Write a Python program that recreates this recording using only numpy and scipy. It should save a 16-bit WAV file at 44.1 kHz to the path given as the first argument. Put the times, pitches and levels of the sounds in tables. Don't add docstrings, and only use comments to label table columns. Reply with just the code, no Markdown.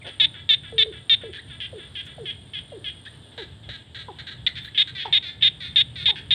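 import sys
import numpy as np
from scipy import signal
from scipy.fft import rfft, irfft, next_fast_len
from scipy.io import wavfile
from scipy.ndimage import map_coordinates

SR = 44100
rng = np.random.default_rng(int(sys.argv[2]) if len(sys.argv) > 2 else 0)


def to_wav(s):
    ch = np.atleast_2d(s).T
    pcm = np.round(np.clip(ch, -1, 1) * 32767)
    wavfile.write(sys.argv[1], SR, pcm.astype(np.int16))


N = 279594
TOP_HZ = 15760

# (frequency [Hz], relative level [dB])
MIDDLE_BODY = [(700, -40), (1250, -11.5), (1650, 10.5), (2400, 5), (3500, 3), (4200, -5.5), (6000, -16),
               (7500, -22), (15000, -33)]


def amp(db):
    return 10 ** (np.asarray(db) / 20)


def unit(x):
    return x / np.sqrt(np.mean(x ** 2) + 1e-20)


def along(points, hz):
    f, v = np.transpose(points)
    return np.interp(np.log(hz + 1), np.log(f + 1), v)


def wobble(rate, size=N):
    knots = rng.standard_normal(int(size * rate / SR) + 4)
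    return map_coordinates(knots, [np.arange(size) * rate / SR + 1])


def filtered(x, response):
    size = next_fast_len(len(x) + 8192)
    hz = np.fft.rfftfreq(size, 1 / SR)
    return irfft(rfft(x, size) * response(hz), size)[:len(x)]


def noise(spectrum, size=N):
    white = rng.standard_normal(size)
    return unit(filtered(white, lambda hz: amp(along(spectrum, hz))))


def add(track, s, sound):
    part = track[max(round(s * SR), 0):][:len(sound)]
    part += sound[:len(part)]


def throat(body, sac_hz, width_hz, size=8192):
    hz = np.fft.rfftfreq(size, 1 / SR)
    cepstrum = irfft(np.log(amp(along(body, hz))))[:size // 2]
    colour = np.exp(rfft(2 * cepstrum, size))
    return colour / (1 + 2j * (hz - sac_hz) / width_hz)


def sagging(start_hz, dip_hz, rest_hz):
    return start_hz, dip_hz, (dip_hz + rest_hz) / 2


def note(voice, length, pitches, jitter, flick, fade_db, uneven_db):
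    u = np.linspace(0, 1, int(length * SR))
    last_third = np.clip(3 * u - 2, 0, 1)
    pitch = np.interp(u, [0, .42, .68], pitches) * (1 + flick * last_third ** 2)
    cycles = np.cumsum(pitch) / SR
    at = np.interp(np.arange(cycles[-1]), cycles, np.arange(len(u)))
    chance = rng.standard_normal((64, 2))[:len(at)]

    push = np.interp(at / len(u), [0, .1, .85, 1], [.95, 1, .9, .35])
    push = push * amp(uneven_db * chance[:, 0] - fade_db * at / len(u))
    drift = np.cumsum(chance[:, 1]) * jitter * SR / pitches[1]
    times = at + 8 + np.maximum(drift, -at)

    taps = np.floor(times)[:, None].astype(int) + np.arange(-8, 8)
    offset = taps - times[:, None]
    kernel = np.sinc(offset) * np.sinc(offset / 9)
    size = 2 * (len(voice) - 1)
    pulses = np.bincount((taps % size).ravel(), (push[:, None] * kernel).ravel(), size)
    sound = irfft(rfft(pulses) * voice)[:len(u) + SR // 50]
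    return sound / np.sqrt(np.sum(sound ** 2) / len(u))


def through_rice(sound, scatter_db, t60=0.068):
    t = np.arange(SR // 25) / SR
    paths = rng.standard_normal(len(t)) * amp(-60 * t / t60)
    paths *= amp(min(scatter_db, -2)) / np.linalg.norm(paths)
    paths[0] = 1
    return signal.fftconvolve(sound, paths / np.linalg.norm(paths))


def outdoors(x, wet_db):
    # (frequency [Hz], time to fall 60 dB [s])
    echo_decay = [(300, 0.36), (3000, 0.34), (10000, 0.18)]
    hz, t, z = signal.stft(rng.standard_normal(SR // 2), SR, nperseg=256)
    z = z * amp(-60 * t / along(echo_decay, hz)[:, None])
    tail = signal.istft(z, SR, nperseg=256)[1]
    return x + amp(wet_db) * signal.fftconvolve(x, tail / np.linalg.norm(tail))[:N]


def frog(notes, voice, jitter, flick, fade_db, scatter_db, wet_db, uneven_db=1.54):
    track = np.zeros(N)
    for s, length, db, *pitches in notes:
        call = note(voice, length, pitches, jitter, flick, fade_db, uneven_db)
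        add(track, s, amp(db) * through_rice(call, scatter_db))
    return outdoors(track, wet_db)


def bouts():
    # (start [s], end [s], level [dB])
    cricket_bouts = [(-.2, 0.35, -62), (.47, 3.32, -64.5), (5.44, 8.1, -67.5)]
    swell_s, stop_s = .06, .016
    t = np.arange(N) / SR
    loudness = np.zeros(N)
    for start, end, db in cricket_bouts:
        swell = 1 - np.exp(-np.maximum(t - start, 0) / swell_s)
        stop = np.clip((end - t) / stop_s + .5, 0, 1)
        loudness += amp(db) * swell * stop
    return loudness


def insects(click_gap, far_db, hiss_db):
    # (frequency [Hz], relative level [dB])
    wing = [(6500, -46), (7800, -13), (8400, -14), (8750, 2.5), (9000, -8.5), (9450, -6.5), (10000, -55.5)]
    # (frequency [Hz], relative level [dB per Hz])
    far_buzz = [(5500, -61), (6900, -12), (7200, -0.5), (7600, -10), (8800, -58.5)]
    # (frequency [Hz], relative level [dB per Hz])
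    far_hiss = [(7000, -42.5), (7800, -8.5), (8300, 1.5), (8750, -5), (9300, -8), (10000, -40.5)]

    stroke_hz = 44.5 * (1 + .015 * wobble(8))
    strokes = np.flatnonzero(np.diff(np.floor(np.cumsum(stroke_hz) / SR)))
    clicks = np.zeros(N + SR)
    for k, db in enumerate([0, -1.5, -9]):
        clicks[strokes + round(k * click_gap * SR)] = amp(db + 1.5 * rng.standard_normal(len(strokes)))
    t = np.arange(SR // 100) / SR
    scrape = t * np.exp(-t / .0007) * np.sin(2 * np.pi * 8850 * t)
    rasp = signal.fftconvolve(clicks, scrape)[:N]
    rasp = unit(filtered(rasp, lambda hz: amp(along(wing, hz))))
    rasp = unit(rasp + amp(-7) * noise(wing))
    near = bouts() * amp(wobble(9)) * rasp

    buzz_phase = 2 * np.pi * np.cumsum(210 + 8 * wobble(8.8)) / SR
    buzz = (1 + .5 * np.sin(buzz_phase)) * noise(far_buzz)
    hiss = amp(hiss_db + 1.5 * wobble(11)) * noise(far_hiss)
    return near + amp(far_db) * buzz + hiss


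def traffic(rumble_db, wander_db, rise_s, rise_db, air_db):
    # (frequency [Hz], relative level [dB per Hz])
    rumble_colour = [(20, -34), (32, -23), (46, -19.5), (64, -1.5), (105, 1.5), (128, 0.5), (160, -4),
                     (210, -14.5), (320, -27), (500, -72.5)]
    # (frequency [Hz], relative level [dB per Hz])
    rush_colour = [(100, -19.5), (220, 4.5), (310, 1.5), (450, -4), (700, -7), (1100, -17), (2000, -32),
                   (4000, -70)]
    # (centre pitch [Hz], middle level [dB])
    hum_tones = [(102, -59.5), (441, -71), (899, -74.5)]

    tones = np.zeros(N)
    for hz, db in hum_tones:
        pitch = hz * (1 + .012 * wobble(6))
        level = amp(db + 0.83 * wobble(5.3)) * np.sqrt(2)
        tones += level * np.sin(2 * np.pi * np.cumsum(pitch) / SR)
    risen = .5 + .5 * np.tanh((np.arange(N) / SR - rise_s) / 0.18)
    rumble = amp(rumble_db + rise_db * risen + wander_db * wobble(14)) * noise(rumble_colour)
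    rush = amp(air_db + 0.9 * wobble(8)) * noise(rush_colour)
    return rumble + rush + tones


def far_chorus(db, wash_db, sac_hz, count=6):
    # (frequency [Hz], relative level [dB per Hz])
    wash_colour = [(300, -7), (1100, -9.5), (1700, -4), (2500, -17.5), (3300, 2.5), (3700, -1.5),
                   (4300, -10.5), (6000, -30), (10000, -29.5), (13000, -36.5), (16000, -47.5)]
    total = amp(wash_db + 1.5 * wobble(9.3)) * noise(wash_colour)
    for _ in range(count):
        smallness = np.exp(0.045 * rng.standard_normal())
        beats = np.arange(24) + rng.random() + .08 * rng.standard_normal(24)
        times = beats * .31 / smallness
        pitches = smallness * np.array([430, 390, 395])
        notes = [(s, .07, db + 3 * rng.standard_normal(), *pitches) for s in times]
        voice = throat(MIDDLE_BODY, sac_hz * smallness, width_hz=310)
        total += frog(notes, voice, jitter=0.0077, flick=.12, fade_db=10.5, scatter_db=-11, wet_db=-3.5)
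    return total


def squeaks(rough, octave_db):
    # (time [s], length [s], level [dB], start pitch [Hz])
    cracks = [(0.014, 0.024, -46.5, 2445), (1.36, 0.015, -40.5, 1630), (1.379, 0.024, -38.5, 1532),
              (3.061, 0.027, -41, 1505), (4.473, 0.0099, -25.5, 1938), (4.674, .02, -41, 1635)]
    glide_hz_per_s = 18000
    track = np.zeros(N)
    for s, length, db, start in cracks:
        u = np.linspace(0, 1, int(length * SR))
        low = start < 2100
        pitch = start + (1 if low else -1) * glide_hz_per_s * u * length
        phase = 2 * np.pi * np.cumsum(pitch * (1 + rough * wobble(1200, len(u)))) / SR
        tone = np.sin(phase) + amp(octave_db) * low * np.sin(2 * phase)
        swell = np.sqrt(u * (1 - u)) * amp(1.4 * wobble(550, len(u)))
        add(track, s, amp(db) * unit(tone * swell))
    return outdoors(track, wet_db=-12)


def rustles():
    # (time [s], length [s], level [dB], centre [Hz])
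    brushes = [(0.029, 0.091, -46.5, 550), (2.045, .04, -63.5, 7000), (3.675, 0.031, -48.5, 434),
               (4.598, 0.12, -70, 11070), (5.439, 0.019, -49, 450)]
    track = np.zeros(N)
    for s, length, db, hz in brushes:
        size = int(length * SR)
        band = [(hz / 4, -18), (hz, 0), (hz * 1.6, -9), (hz * 3, -35), (hz * 5, -80)]
        add(track, s, amp(db) * unit(np.hanning(size) * noise(band, size)))
    return track


def deep_frog(first_s, beat_s, quicken_s, length_s, db, tiring_db, count=8):
    # (frequency [Hz], relative level [dB])
    body = [(700, -19.5), (1200, 3), (1700, 14), (2500, 3.5), (3400, -2.5), (4200, -13.5), (5200, -24.5),
            (7000, -28), (14000, -35.5)]
    pitches = sagging(start_hz=378, dip_hz=324, rest_hz=337.9)
    notes = [(first_s + k * (beat_s - k * quicken_s), length_s, db - k * tiring_db, *pitches)
             for k in range(count)]
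    voice = throat(body, sac_hz=3470, width_hz=118)
    return frog(notes, voice, jitter=0.0069, flick=0.055, fade_db=1, scatter_db=-23.5, wet_db=-4)


def squawks(sag):
    # (time [s], length [s], level [dB], start pitch [Hz])
    hoarse_calls = [(.066, .034, -38.5, 198.1), (1.33, .045, -40, 214), (3.052, 0.025, -44, 335.6),
                    (4.569, 0.02, -36, 293.4), (4.998, 0.031, -40, 236.5), (5.056, 0.016, -38, 267),
                    (6.158, 0.041, -36, 239.3)]
    # (frequency [Hz], relative level [dB])
    body = [(700, -36), (1200, -13), (1650, 12.5), (2400, 3), (3300, -4), (4300, -2.5), (5500, -11.5),
            (7500, -18.5), (14000, -52)]
    notes = [(s, length, db, hz, hz * (1 - sag), hz * (1 - sag)) for s, length, db, hz in hoarse_calls]
    voice = throat(body, sac_hz=3290, width_hz=220)
    return frog(notes, voice, jitter=0.102, flick=0.086, fade_db=2.5, scatter_db=-2.5, wet_db=-6.0)


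def near_frog():
    # (time [s], length [s], level [dB], dip pitch [Hz])
    near_calls = [(.199, 0.059, -15.5, 418.6), (.491, .059, -15, 437), (.781, 0.056, -15, 437),
                  (1.096, 0.055, -14.5, 453.4), (4.465, 0.011, -14.5, 492), (4.777, 0.052, -15, 400.7),
                  (5.126, 0.059, -15.6, 404.7), (5.424, .063, -15, 395.5), (5.759, .063, -15, 402.3),
                  (6.057, .056, -16, 402), (6.307, 0.047, -16, 396.5)]
    # (frequency [Hz], relative level [dB])
    body = [(600, -35), (1300, -13.5), (1750, 2.5), (2150, 3.5), (3050, 1), (3700, 1), (4200, -10.5),
            (5000, -17.5), (6700, -32.5), (7200, -13), (8500, -26), (12800, -41.5), (14900, -15),
            (15700, -27)]
    notes = [(s, length, db, *sagging(start_hz=466.6, dip_hz=dip, rest_hz=431.7))
             for s, length, db, dip in near_calls]
    voice = throat(body, sac_hz=3603, width_hz=220)
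    return frog(notes, voice, jitter=.006, flick=0.36, fade_db=-1, scatter_db=-15, wet_db=-23, uneven_db=0.7)


def dog(fade_db, third_db, ring_hz, ring_width_hz, attack_db):
    # (time [s], length [s], base level [dB], held pitch [Hz], opening leap [share of that pitch],
    # overtone level before the resonance [dB])
    yelp_calls = [(0.215, 0.096, -51, 304, 0.044, 9), (0.722, 0.16, -40, 443, 0.31, -33),
                  (0.858, 0.064, -38, 447, 0.26, -22), (1.234, 0.077, -38.5, 445.6, 0.43, -18),
                  (1.728, 0.068, -39, 445, 0.49, -17), (2.18, .075, -39.5, 453, 0.63, -20),
                  (2.719, 0.068, -39.5, 449, 0.66, -13), (3.377, 0.0615, -40, 432, 0.684, -1),
                  (4.082, 0.043, -43.5, 435, .18, 13), (5.051, 0.051, -46.5, 432.5, 0.36, 19),
                  (6.083, 0.068, -49, 434, .35, 16)]
    drop_s = .008
    sink, sink_s = 0.38, 0.014
    hoot, bark = np.zeros(N), np.zeros(N)
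    for s, length, db, held, leap, overtone_db in yelp_calls:
        u = np.linspace(0, 1, int(length * SR))
        burst = np.exp(-u * length / drop_s)
        pitch = held * (1 + leap * burst - sink * np.exp((u - 1) * length / sink_s))
        roughness = (.02 + .16 * burst) * wobble(500, len(u))
        phase = 2 * np.pi * np.cumsum(pitch * (1 + roughness)) / SR
        opening = np.interp(u * length, [0, .003, .85 * length, length], [0, 1.4, 1.1, 0])
        swell = opening * amp(db + attack_db * burst + 1.5 * wobble(120, len(u)))
        overtones = np.sin(2 * phase) + amp(third_db) * np.sin(3 * phase)
        add(hoot, s, swell * np.sin(phase))
        add(bark, s, swell * amp(overtone_db - fade_db * u) * overtones)
    bark = filtered(bark, lambda hz: 1 / (1 + 2j * (hz - ring_hz) / ring_width_hz))
    return outdoors(hoot + bark, wet_db=-10.5)


def second_frog(db, length_s):
    # (time [s], dip pitch [Hz])
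    second_calls = [(1.603, 388), (1.953, 395), (2.256, 408), (2.535, 407.6), (2.843, 407.5), (4.747, 408),
                    (4.98, 406.3), (5.41, 402.6)]
    notes = [(s, length_s, db, *sagging(start_hz=448.6, dip_hz=dip, rest_hz=420.8)) for s, dip in second_calls]
    voice = throat(MIDDLE_BODY, sac_hz=3270, width_hz=240)
    return frog(notes, voice, jitter=0.0088, flick=.38, fade_db=-1, scatter_db=-14, wet_db=-9, uneven_db=1.66)


def harsh_frog(db, tail_db):
    # (time [s], whole length [s])
    harsh_calls = [(3.378, .068), (3.69, .077), (3.947, .086), (4.187, .03), (4.269, .07), (4.483, 0.02),
                   (4.647, 0.014), (4.874, .033)]
    # (frequency [Hz], relative level [dB])
    body = [(700, -42), (1150, -2), (1600, 15.5), (2000, 12.5), (2600, 1), (3300, 6.5), (4200, -4),
            (5000, -17.5), (7500, -9), (9500, -20), (11000, -12.5), (14000, -42.5)]
    catch_s, pause_s = .036, .005
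    resume_s = catch_s + pause_s
    fall = sagging(start_hz=417.3, dip_hz=365, rest_hz=254.6)
    tail = sagging(start_hz=339, dip_hz=326, rest_hz=314.7)
    falls = [(s, min(length, catch_s), db, *fall) for s, length in harsh_calls]
    tails = [(s + resume_s, length - resume_s, tail_db, *tail)
             for s, length in harsh_calls if length > resume_s + pause_s]
    voice = throat(body, sac_hz=3880, width_hz=480)
    return (frog(falls, voice, jitter=.018, flick=.02, fade_db=2, scatter_db=-11.5, wet_db=-6.5)
            + frog(tails, voice, jitter=0.018, flick=.04, fade_db=-0.5, scatter_db=-13, wet_db=-8))


def answering_frog(db):
    # (time [s], length [s], dip pitch [Hz])
    answers = [(4.555, .039, 347.4), (4.951, 0.087, 379), (5.226, .08, 349.8), (5.604, .08, 357),
               (5.957, 0.084, 364.3)]
    # (frequency [Hz], relative level [dB])
    body = [(700, -40.5), (1200, -1.5), (1650, 6.5), (2200, 8), (3000, -8), (4200, -2), (5000, -13),
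            (7500, -18), (9500, -34), (11000, -14), (14000, -46)]
    notes = [(s, length, db, *sagging(start_hz=400, dip_hz=dip, rest_hz=342.6)) for s, length, dip in answers]
    voice = throat(body, sac_hz=3543, width_hz=176)
    return frog(notes, voice, jitter=0.015, flick=0.076, fade_db=-3, scatter_db=-14.5, wet_db=-3.5)


def scene():
    crickets = insects(click_gap=.0058, far_db=-78.5, hiss_db=-71.5)
    hum = traffic(rumble_db=-47.5, wander_db=2.5, rise_s=5, rise_db=2.5, air_db=-56.5)
    frogs = far_chorus(db=-60.5, wash_db=-56.5, sac_hz=3320)
    frogs += squeaks(rough=.04, octave_db=-2.0)
    frogs += deep_frog(first_s=.047, beat_s=.296, quicken_s=0.0011, length_s=.071, db=-43.0, tiring_db=0.34)
    frogs += squawks(sag=.13)
    frogs += near_frog()
    frogs += second_frog(db=-33, length_s=.063)
    frogs += harsh_frog(db=-38.0, tail_db=-40)
    frogs += answering_frog(db=-36.0)
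    yelps = dog(fade_db=21, third_db=-5.5, ring_hz=847, ring_width_hz=178, attack_db=0.5)
    return (frogs + yelps + crickets + rustles() + hum)[None]


def record(dry):
    ending = np.minimum(np.arange(N)[::-1] / (.002 * SR), 1)
    return filtered(dry[0] * ending, lambda hz: hz < TOP_HZ)[None]


dry = scene()
out = record(dry)
to_wav(out)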